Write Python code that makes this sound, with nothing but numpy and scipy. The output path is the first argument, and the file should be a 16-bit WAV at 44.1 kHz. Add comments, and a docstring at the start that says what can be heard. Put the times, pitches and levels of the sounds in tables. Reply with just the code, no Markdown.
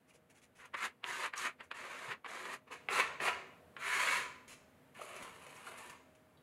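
"""Wet slaps, rubbing and fizz: a sponge wipes clay slip off a wooden board by a potter's wheel.
Trapped air pops as the sponge lands or catches; stick-slip makes the rub, wet pores the fizz.
Early strokes die away quickly; from about 2.7 s on, sounds ring longer. Last, the sponge is
squeezed along the inside of the splash pan and bubbles burst. The wheel rumbles softly throughout."""
import sys
import numpy as np
from scipy import signal
from scipy.fft import rfft, irfft, next_fast_len
from scipy.io import wavfile
from scipy.ndimage import uniform_filter1d, map_coordinates

SR = 44100
rng = np.random.default_rng(int(sys.argv[2]) if len(sys.argv) > 2 else 0)


def put_to_file(sound):
    """Save the sound as 16-bit audio at rate SR, in the file named by the first command-line argument."""
    columns = np.atleast_2d(sound).T  # one column per channel
    safe = np.clip(columns, -1, 1)
    whole_steps = np.round(safe * 32767)
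    wavfile.write(sys.argv[1], SR, whole_steps.astype(np.int16))


N = 283122

# Spectra of board rub, pore fizz and low drag. Each row: frequency in Hz, level in dB.
BOARD_RUB_SPECTRUM = [(100, -63), (500, -43), (800, -12), (1000, 1.5), (1400, -1.5), (1750, 0),
                      (2300, -1.5), (2900, -6.5), (3300, -12.5), (4200, -17.5), (5200, -25.5), (8000, -46)]
FIZZ_SPECTRUM = [(2000, -13.5), (4000, 4), (5500, -4.5), (6600, 2.5), (8400, -2), (10000, -2),
                 (12000, -9.5), (14000, -18.5), (15800, -45)]
DRAG_SPECTRUM = [(30, -61), (70, -23.5), (130, -17), (240, -7), (310, -9.5), (400, -2), (650, -1.5),
                 (800, -5.5), (1200, -20.5), (3000, -66)]
# Splash pan resonances. Each row: frequency in Hz, width in Hz, boost in dB.
PAN_RESONANCES = [(375, 19, 3.7), (473, 14, 2.5), (678, 9.3, 2.6), (986, 27, 3.8), (1200, 7.9, 3.6),
                  (1517, 18, 1.7), (1781, 37, 8), (2170, 14, 3.2), (2230, 24, 7.3), (2540, 14, 2),
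                  (4460, 170, 2.6), (6600, 200, 1.7), (10300, 1500, 2.7)]


def board_wipes():
    """The sponge rubs the flat board and excites its resonances."""
    # Each row: start in s, length in s, rub, fizz and drag in dB, end push of rub and fizz in dB.
    strokes = [(0.582, 0.073, -57.5, -77, -67.5, 0.5, 3), (0.755, 0.1, -46, -59.5, -62, 10, 11.5),
               (1.05, 0.21, -42.5, -53.5, -57.5, 5, 2.5), (1.352, 0.12, -43.5, -49, -57.5, 7, -0.5),
               (1.586, 0.061, -59, -82, -66, -3.5, 0), (1.734, 0.3917, -49.5, -61.5, -59, 8, 1.5),
               (2.266, 0.28, -48, -59.5, -55.5, 2, 5)]
    # Board resonances. Each row: frequency in Hz, width in Hz, boost in dB.
    modes = [(365, 9.3, 10), (503, 23, 5.5), (1240, 110, 1.5), (1820, 110, 2.5), (2230, 100, 1.5)]
    gains = stroke_gains(strokes, rub_attack_s=0.016, fizz_attack_s=0.011, drag_attack_s=0.02,
                         release_db_per_s=500, drag_push=1.0)
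    return wipe(gains, BOARD_RUB_SPECTRUM, FIZZ_SPECTRUM, modes, slips_per_s=5000, slip_spread_db=2.0,
                pores_per_s=13000, pore_spread_db=4.5, clump_db=-0.1)


def edge_wipes():
    """Short, hollow-sounding strokes over the board's edge."""
    # Each row: start in s, length in s, rub, fizz and drag in dB, end push of rub and fizz in dB.
    strokes = [(2.667, 0.011, -57.5, -75, -61.5, -0.5, 3), (2.706, 0.023, -48, -53, -58, 3.5, -0.5),
               (2.893, 0.11, -37.5, -45, -48, 6.5, -2.5), (3.201, 0.086, -39.5, -47, -46, 6.5, -3.5)]
    # Each row: frequency in Hz, level in dB.
    rub_spectrum = [(100, -64), (600, -11.5), (830, -9), (1080, 1.5), (1450, -4), (1900, -4), (2650, -3),
                    (3200, -14), (4300, -21), (8000, -40.5)]
    gains = stroke_gains(strokes, rub_attack_s=0.0094, fizz_attack_s=0.017, drag_attack_s=0.0027,
                         release_db_per_s=412)
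    return wipe(gains, rub_spectrum, FIZZ_SPECTRUM, PAN_RESONANCES, slips_per_s=6000,
                slip_spread_db=3.0, pores_per_s=16000, pore_spread_db=4.5, clump_db=1.0)


def edge_sweep():
    """One slow, hollow-sounding sweep along the edge."""
    # One row: start in s, length in s, rub, fizz and drag in dB, end push of rub and fizz in dB.
    stroke = [(3.803, 0.37, -35, -45, -50.5, -2.6, -1.8)]
    # Each row: frequency in Hz, level in dB.
    rub_spectrum = [(200, -63), (830, -20.5), (1000, 0), (1500, -3), (2300, 0), (2750, -6.5), (3200, -9),
                    (4300, -23.5), (5300, -31), (8000, -38)]
    gains = stroke_gains(stroke, rub_attack_s=0.077, fizz_attack_s=0.084, drag_attack_s=0.14,
                         release_db_per_s=173)
    return wipe(gains, rub_spectrum, FIZZ_SPECTRUM, PAN_RESONANCES, slips_per_s=6000,
                slip_spread_db=4.0, pores_per_s=16000, pore_spread_db=0.0, clump_db=-1.1)


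def pan_wipe():
    """The sponge slides inside the pan in one unbroken contact."""
    # Each row: time in s, rub in dB, fizz in dB.
    levels = [(4.96, -56.5, -68.5), (5.006, -53, -61), (5.012, -49.5, -56), (5.05, -55.5, -62),
              (5.232, -49, -61), (5.352, -60, -68.5), (5.646, -56, -65.5), (5.67, -51, -59.5),
              (5.77, -55.5, -67), (5.78, -53, -59), (5.904, -56, -62), (5.97, -51, -68)]
    # Each row of both: frequency in Hz, level in dB.
    rub_spectrum = [(200, -60), (620, -11), (830, -9.5), (1000, 2), (1450, -4.5), (2000, -6.5),
                    (2300, -3.5), (2900, -6.5), (3500, -15), (4500, -22), (5200, -31), (8000, -41)]
    fizz_spectrum = [(2000, -20), (4000, 1.5), (5400, -5.5), (6500, 1), (8000, 1), (10300, 2), (12000, -4),
                     (14000, -16), (15800, -25)]
    t = np.arange(N) / SR
    times_s, rub_db, fizz_db = np.transpose(levels)
    held = touch(start_s=4.943, length_s=0.97, attack_s=0.0026, release_db_per_s=300)
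    rub = held * amp(np.interp(t, times_s, rub_db))
    fizz = held * amp(np.interp(t, times_s, fizz_db))
    gains = amp(-1.6) * rub, amp(-1.5) * fizz, amp(-9) * rub  # drag follows rub
    return wipe(gains, rub_spectrum, fizz_spectrum, PAN_RESONANCES, slips_per_s=2500,
                slip_spread_db=4.0, pores_per_s=1400, pore_spread_db=0.5, clump_db=1.5)


def wipe(gains, rub_spectrum, fizz_spectrum, modes, slips_per_s, slip_spread_db,
         pores_per_s, pore_spread_db, clump_db):
    """Stick-slip shakes the surface while wet pores crackle in clumps."""
    judder = amp(0.71 * wobble(110))  # grip catches and lets go
    rub_slips = grains(slips_per_s, slip_spread_db) * judder
    rub = travel(colour(rub_slips, rub_spectrum, modes), depth_db=2)
    drag_slips = grains(slips_per_s, slip_spread_db) * judder
    drag = travel(colour(drag_slips, DRAG_SPECTRUM, modes), depth_db=3.5)
    crackle = grains(pores_per_s, pore_spread_db) * judder * amp(clump_db * wobble(70))
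    fizz = travel(colour(crackle, fizz_spectrum, modes), depth_db=1.35)
    rub_gain, fizz_gain, drag_gain = gains
    return amp(0.16) * (rub_gain * rub + fizz_gain * fizz + drag_gain * drag)


def stroke_gains(strokes, rub_attack_s, fizz_attack_s, drag_attack_s, release_db_per_s, drag_push=0):
    """Rub, fizz and drag gains: each stroke grips, slides, then pushes or eases as the hand turns."""
    turn_s, lag_s = 0.035, 0.0058  # pores fizz only once compressed
    t = np.arange(N) / SR
    rub, fizz, drag = np.zeros((3, N))
    for start_s, length_s, rub_db, fizz_db, drag_db, push_db, fizz_push_db in strokes:
        turn = np.exp(-(np.minimum(t - start_s - length_s, 0) / turn_s) ** 2)
        rub_touch = touch(start_s, length_s, rub_attack_s, release_db_per_s)
        fizz_touch = touch(start_s + lag_s, length_s - lag_s, fizz_attack_s, 1.23 * release_db_per_s)
        drag_touch = touch(start_s, length_s, drag_attack_s, release_db_per_s)
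        rub += amp(rub_db + push_db * turn) * rub_touch
        fizz += amp(fizz_db + fizz_push_db * turn) * fizz_touch
        drag += amp(drag_db + drag_push * push_db * turn) * drag_touch
    return rub, fizz, drag


def touch(start_s, length_s, attack_s, release_db_per_s):
    """Gain of one soft contact: grip, hold, release."""
    t = np.arange(N) / SR - start_s
    grip = (1 - np.exp(-np.maximum(t / attack_s + 0.5, 0))) ** 2
    return grip * amp(-release_db_per_s * np.maximum(t - length_s, 0))


def slaps():
    """Wet slaps as the sponge lands or catches: trapped air pops, the slip splatters."""
    # Each row: time in s, level in dB, pitch in Hz, splatter in dB re level, splatter rise in s.
    hits = [(0.7429, -28.5, 1690, -10, 0.03), (0.7495, -33.5, 1490, -10, 0.033),
            (1.042, -22, 2560, -17.5, 0.041), (1.337, -37, 1600, -0.5, 0.026),
            (1.607, -39, 1710, -3.5, 0.052), (1.714, -29.5, 2420, -7.5, 0.022),
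            (2.246, -43, 1490, -4, 0.007), (2.2617, -30.5, 1480, -11.5, 0.05),
            (2.8872, -28.5, 1990, -5.5, 0.0045), (2.9989, -21, 1310, -22, 0.03),
            (3.202, -31, 1930, -5, 0.016), (3.281, -23, 1290, -19, 0.03), (3.7664, -40.5, 2070, -3, 0.0091)]
    pop_peak_s, splatter_t60_s = 0.00043, 0.058
    pops, splatter = np.zeros((2, N))
    for at_s, db, hz, splatter_db, rise_s in hits:
        near = np.arange(round((at_s - 0.03) * SR), round((at_s + 0.12) * SR))
        t = near / SR - at_s
        swell = np.maximum(t, 0) / pop_peak_s
        flow = (swell * np.exp(1 - swell)) ** 3 * np.sin(2 * np.pi * hz * t)
        pops[near] += amp(db) * np.gradient(flow, t) / (2 * np.pi * hz)  # pressure ~ d(flow)/dt
        envelope_db = np.where(t < 0, -6 + 60 * t / rise_s, -60 * t / splatter_t60_s)
        splatter[near] += amp(db + splatter_db + envelope_db)
    drops = grains(6000, spread_db=1.0)
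    spray = unit(colour(drops, BOARD_RUB_SPECTRUM))
    spray += amp(-26) * unit(colour(drops, FIZZ_SPECTRUM))
    spray += amp(-13) * unit(colour(drops, DRAG_SPECTRUM))
    return pops + splatter * spray


def squelches():
    """Water seeps through the squeezed sponge; single bubbles burst."""
    # Each row: start in s, length in s, level in dB.
    squeezes = [(0.074, 0.034, -70.5), (0.133, 0.026, -66.5), (0.297, 0.006, -60.5), (0.344, 0.043, -67.5),
                (0.415, 0.029, -64), (0.551, 0.067, -66), (1.036, 0.016, -60), (1.631, 0.012, -63.5),
                (4.476, 0.061, -56)]
    # Each row: time in s, level in dB.
    bubbles = [(0.095, -56), (0.435, -59), (0.655, -47.5), (0.7677, -53), (4.479, -46.5), (5.164, -41),
               (5.226, -40), (5.466, -45), (5.565, -46), (5.785, -44), (5.897, -40), (6.1512, -55.5)]
    # Each row: frequency in Hz, level in dB.
    wet_spectrum = [(400, 0.5), (1500, 2.5), (2500, 6), (3500, -2.5), (5200, -5.5), (6700, 0.5),
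                    (8500, -5.5), (10500, -1), (13000, -20), (15800, -17)]
    burst_t60_s = 0.071
    t, bursts = np.arange(SR // 10) / SR, np.zeros(N + SR)
    for at_s, db in bubbles:
        bursts[round(at_s * SR):][:len(t)] += amp(db - 9.5 - 60 * t / burst_t60_s)
    pressed = sum(amp(db) * touch(start_s, length_s, attack_s=0.0065, release_db_per_s=604)
                  for start_s, length_s, db in squeezes)
    seep = travel(colour(grains(4500, spread_db=2.0), wet_spectrum), depth_db=2)
    burst_noise = travel(colour(rng.standard_normal(N), wet_spectrum), depth_db=3.5)
    return pressed * seep + bursts[:N] * burst_noise


def knocks_and_squeak():
    """Light knocks, ticks and a short high squeak, each a narrow cluster of tones."""
    # Each row: time in s, level in dB, pitch in Hz, T60 in s.
    events = [(0.107, -61, 2430, 0.11), (0.146, -56, 485, 0.079), (1.378, -37, 6400, 0.028),
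              (2.075, -45.5, 140, 0.13), (3.603, -51.5, 585, 0.12), (4.993, -38, 603, 0.044),
              (5.0135, -37.5, 620, 0.061), (5.0145, -37.5, 1170, 0.028), (5.668, -45, 1260, 0.14),
              (6.371, -66.5, 3680, 0.082)]
    t, out = np.arange(SR // 4) / SR, np.zeros(N + SR)
    for at_s, db, hz, t60_s in events:
        cluster_hz = hz * np.exp(0.1156 * rng.standard_normal((12, 1)))
        cycles = cluster_hz * t + rng.random(cluster_hz.shape)
        tone = unit(np.sin(2 * np.pi * cycles).sum(axis=0))
        attack = 1 - np.exp(-t * hz / 2)
        out[round(at_s * SR):][:len(t)] += amp(db - 2 - 60 * t / t60_s) * attack * tone
    return out[:N]


def ring(x, decay):
    """Diffuse tail, drawn afresh every 0.2 s so that no fixed pitches stand out."""
    step, length = SR // 5, SR * 3 // 4
    out = np.zeros(N + SR)
    for start in range(0, N, step):
        piece = x[start:start + step]
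        if piece.any():
            hz, t, noise = signal.stft(rng.standard_normal(length), SR, nperseg=256)
            fade = amp(-60 * t / along(decay, hz)[:, None])
            tail = signal.istft(noise * fade, SR, nperseg=256)[1]
            response = signal.fftconvolve(piece, tail / np.linalg.norm(tail))
            out[start:start + len(response)] += response
    return out[:N]


def wheel():
    """The drive rumbles under a faint hiss; the level steps up once, then eases off."""
    # Each row: frequency in Hz, level in dB.
    rumble_spectrum = [(25, -37), (50, -29.5), (80, -5.5), (250, -3.5), (320, -8), (460, -7.5), (620, -9.5),
                       (800, -11.5), (2000, -17), (3500, -26), (5500, -33.5), (11000, -30), (15800, -35.5)]
    # Drive resonances. Each row: frequency in Hz, width in Hz, boost in dB.
    modes = [(79.3, 13, 5), (145.8, 5.5, 9.3), (256, 13.6, 7.2), (482, 6.4, 10.4), (626, 6.1, 17.6)]
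    start_db, swell_db, ease_db_per_s = -70, 6.5, 0.76
    swell_s = (2.7, 2.9)
    t = np.arange(N) / SR
    change_db = np.interp(t, swell_s, [0, swell_db]) - ease_db_per_s * np.maximum(t - swell_s[1], 0)
    gain = amp(start_db + change_db + 0.46 * wobble(4.9))
    return gain * unit(colour(rng.standard_normal(N), rumble_spectrum, modes))


def grains(per_s, spread_db):
    """Random impulses of log-normal size."""
    happens = rng.random(N) < per_s / SR
    sign = np.sign(rng.standard_normal(N))
    return happens * sign * amp(spread_db * np.clip(rng.standard_normal(N), -3, 2.5))


def travel(x, depth_db):
    """Bands swell and fade at random as the contact point moves; output rms 1."""
    bands = signal.stft(x, nperseg=1024)[2]
    drift = uniform_filter1d(rng.standard_normal(bands.shape), size=3, axis=0)
    drift = uniform_filter1d(drift, size=5, axis=1)
    return unit(signal.istft(bands * amp(depth_db * unit(drift)), nperseg=1024)[1][:N])


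def colour(x, spectrum, modes=()):
    """Minimum-phase filter: smooth spectrum plus resonant peaks."""
    size = next_fast_len(N + SR // 4, True)
    hz = np.fft.rfftfreq(size, 1 / SR)
    peaks_db = sum(db / (1 + (2 * (hz - mode_hz) / width_hz) ** 2) for mode_hz, width_hz, db in modes)
    cepstrum = irfft(np.log(amp(along(spectrum, hz) + peaks_db)), size)
    cepstrum[1:size // 2] *= 2  # fold to causal
    cepstrum[size // 2 + 1:] = 0
    return irfft(rfft(x, size) * np.exp(rfft(cepstrum)), size)[:N]


def wobble(knots_per_s):
    """Smooth random curve."""
    knots = rng.standard_normal(int(N * knots_per_s / SR) + 4)
    return map_coordinates(knots, [np.arange(N) * knots_per_s / SR])


def along(points, hz):
    """Interpolate (Hz, value) points on a log frequency axis."""
    points_hz, values = np.transpose(points)
    return np.interp(np.log(hz + 1), np.log(points_hz + 1), values)


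def amp(db):
    """Decibels to gain."""
    return 10 ** (np.asarray(db) / 20)


def unit(x):
    """Scale to rms 1."""
    return x / np.sqrt(np.mean(x ** 2) + 1e-20)


def scene():
    """Early strokes die away quickly; later sounds ring longer."""
    # Each row of both: frequency in Hz, T60 in s.
    short_decay = [(200, 0.21), (2000, 0.11), (10000, 0.049)]
    long_decay = [(200, 0.95), (1000, 0.59), (2500, 0.55), (5000, 0.55), (6600, 0.54), (10000, 0.35),
                  (15000, 0.2)]
    long_tail_from_s = 2.667
    wipes = board_wipes() + edge_wipes() + edge_sweep() + pan_wipe()
    contact = wipes + slaps() + squelches() + knocks_and_squeak()
    late = np.arange(N) / SR > long_tail_from_s
    short_tail = amp(-13.5) * ring(contact * ~late, short_decay)
    long_tail = amp(-6.5) * ring(contact * late, long_decay)
    return contact + short_tail + long_tail + wheel()


def record(dry):
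    """Microphone band limit, mono."""
    top_hz = 15800
    size = next_fast_len(N + SR // 4, True)
    passband = np.fft.rfftfreq(size, 1 / SR) < top_hz
    return irfft(rfft(dry, size) * passband, size)[None, :N]


dry = scene()
out = record(dry)
put_to_file(out)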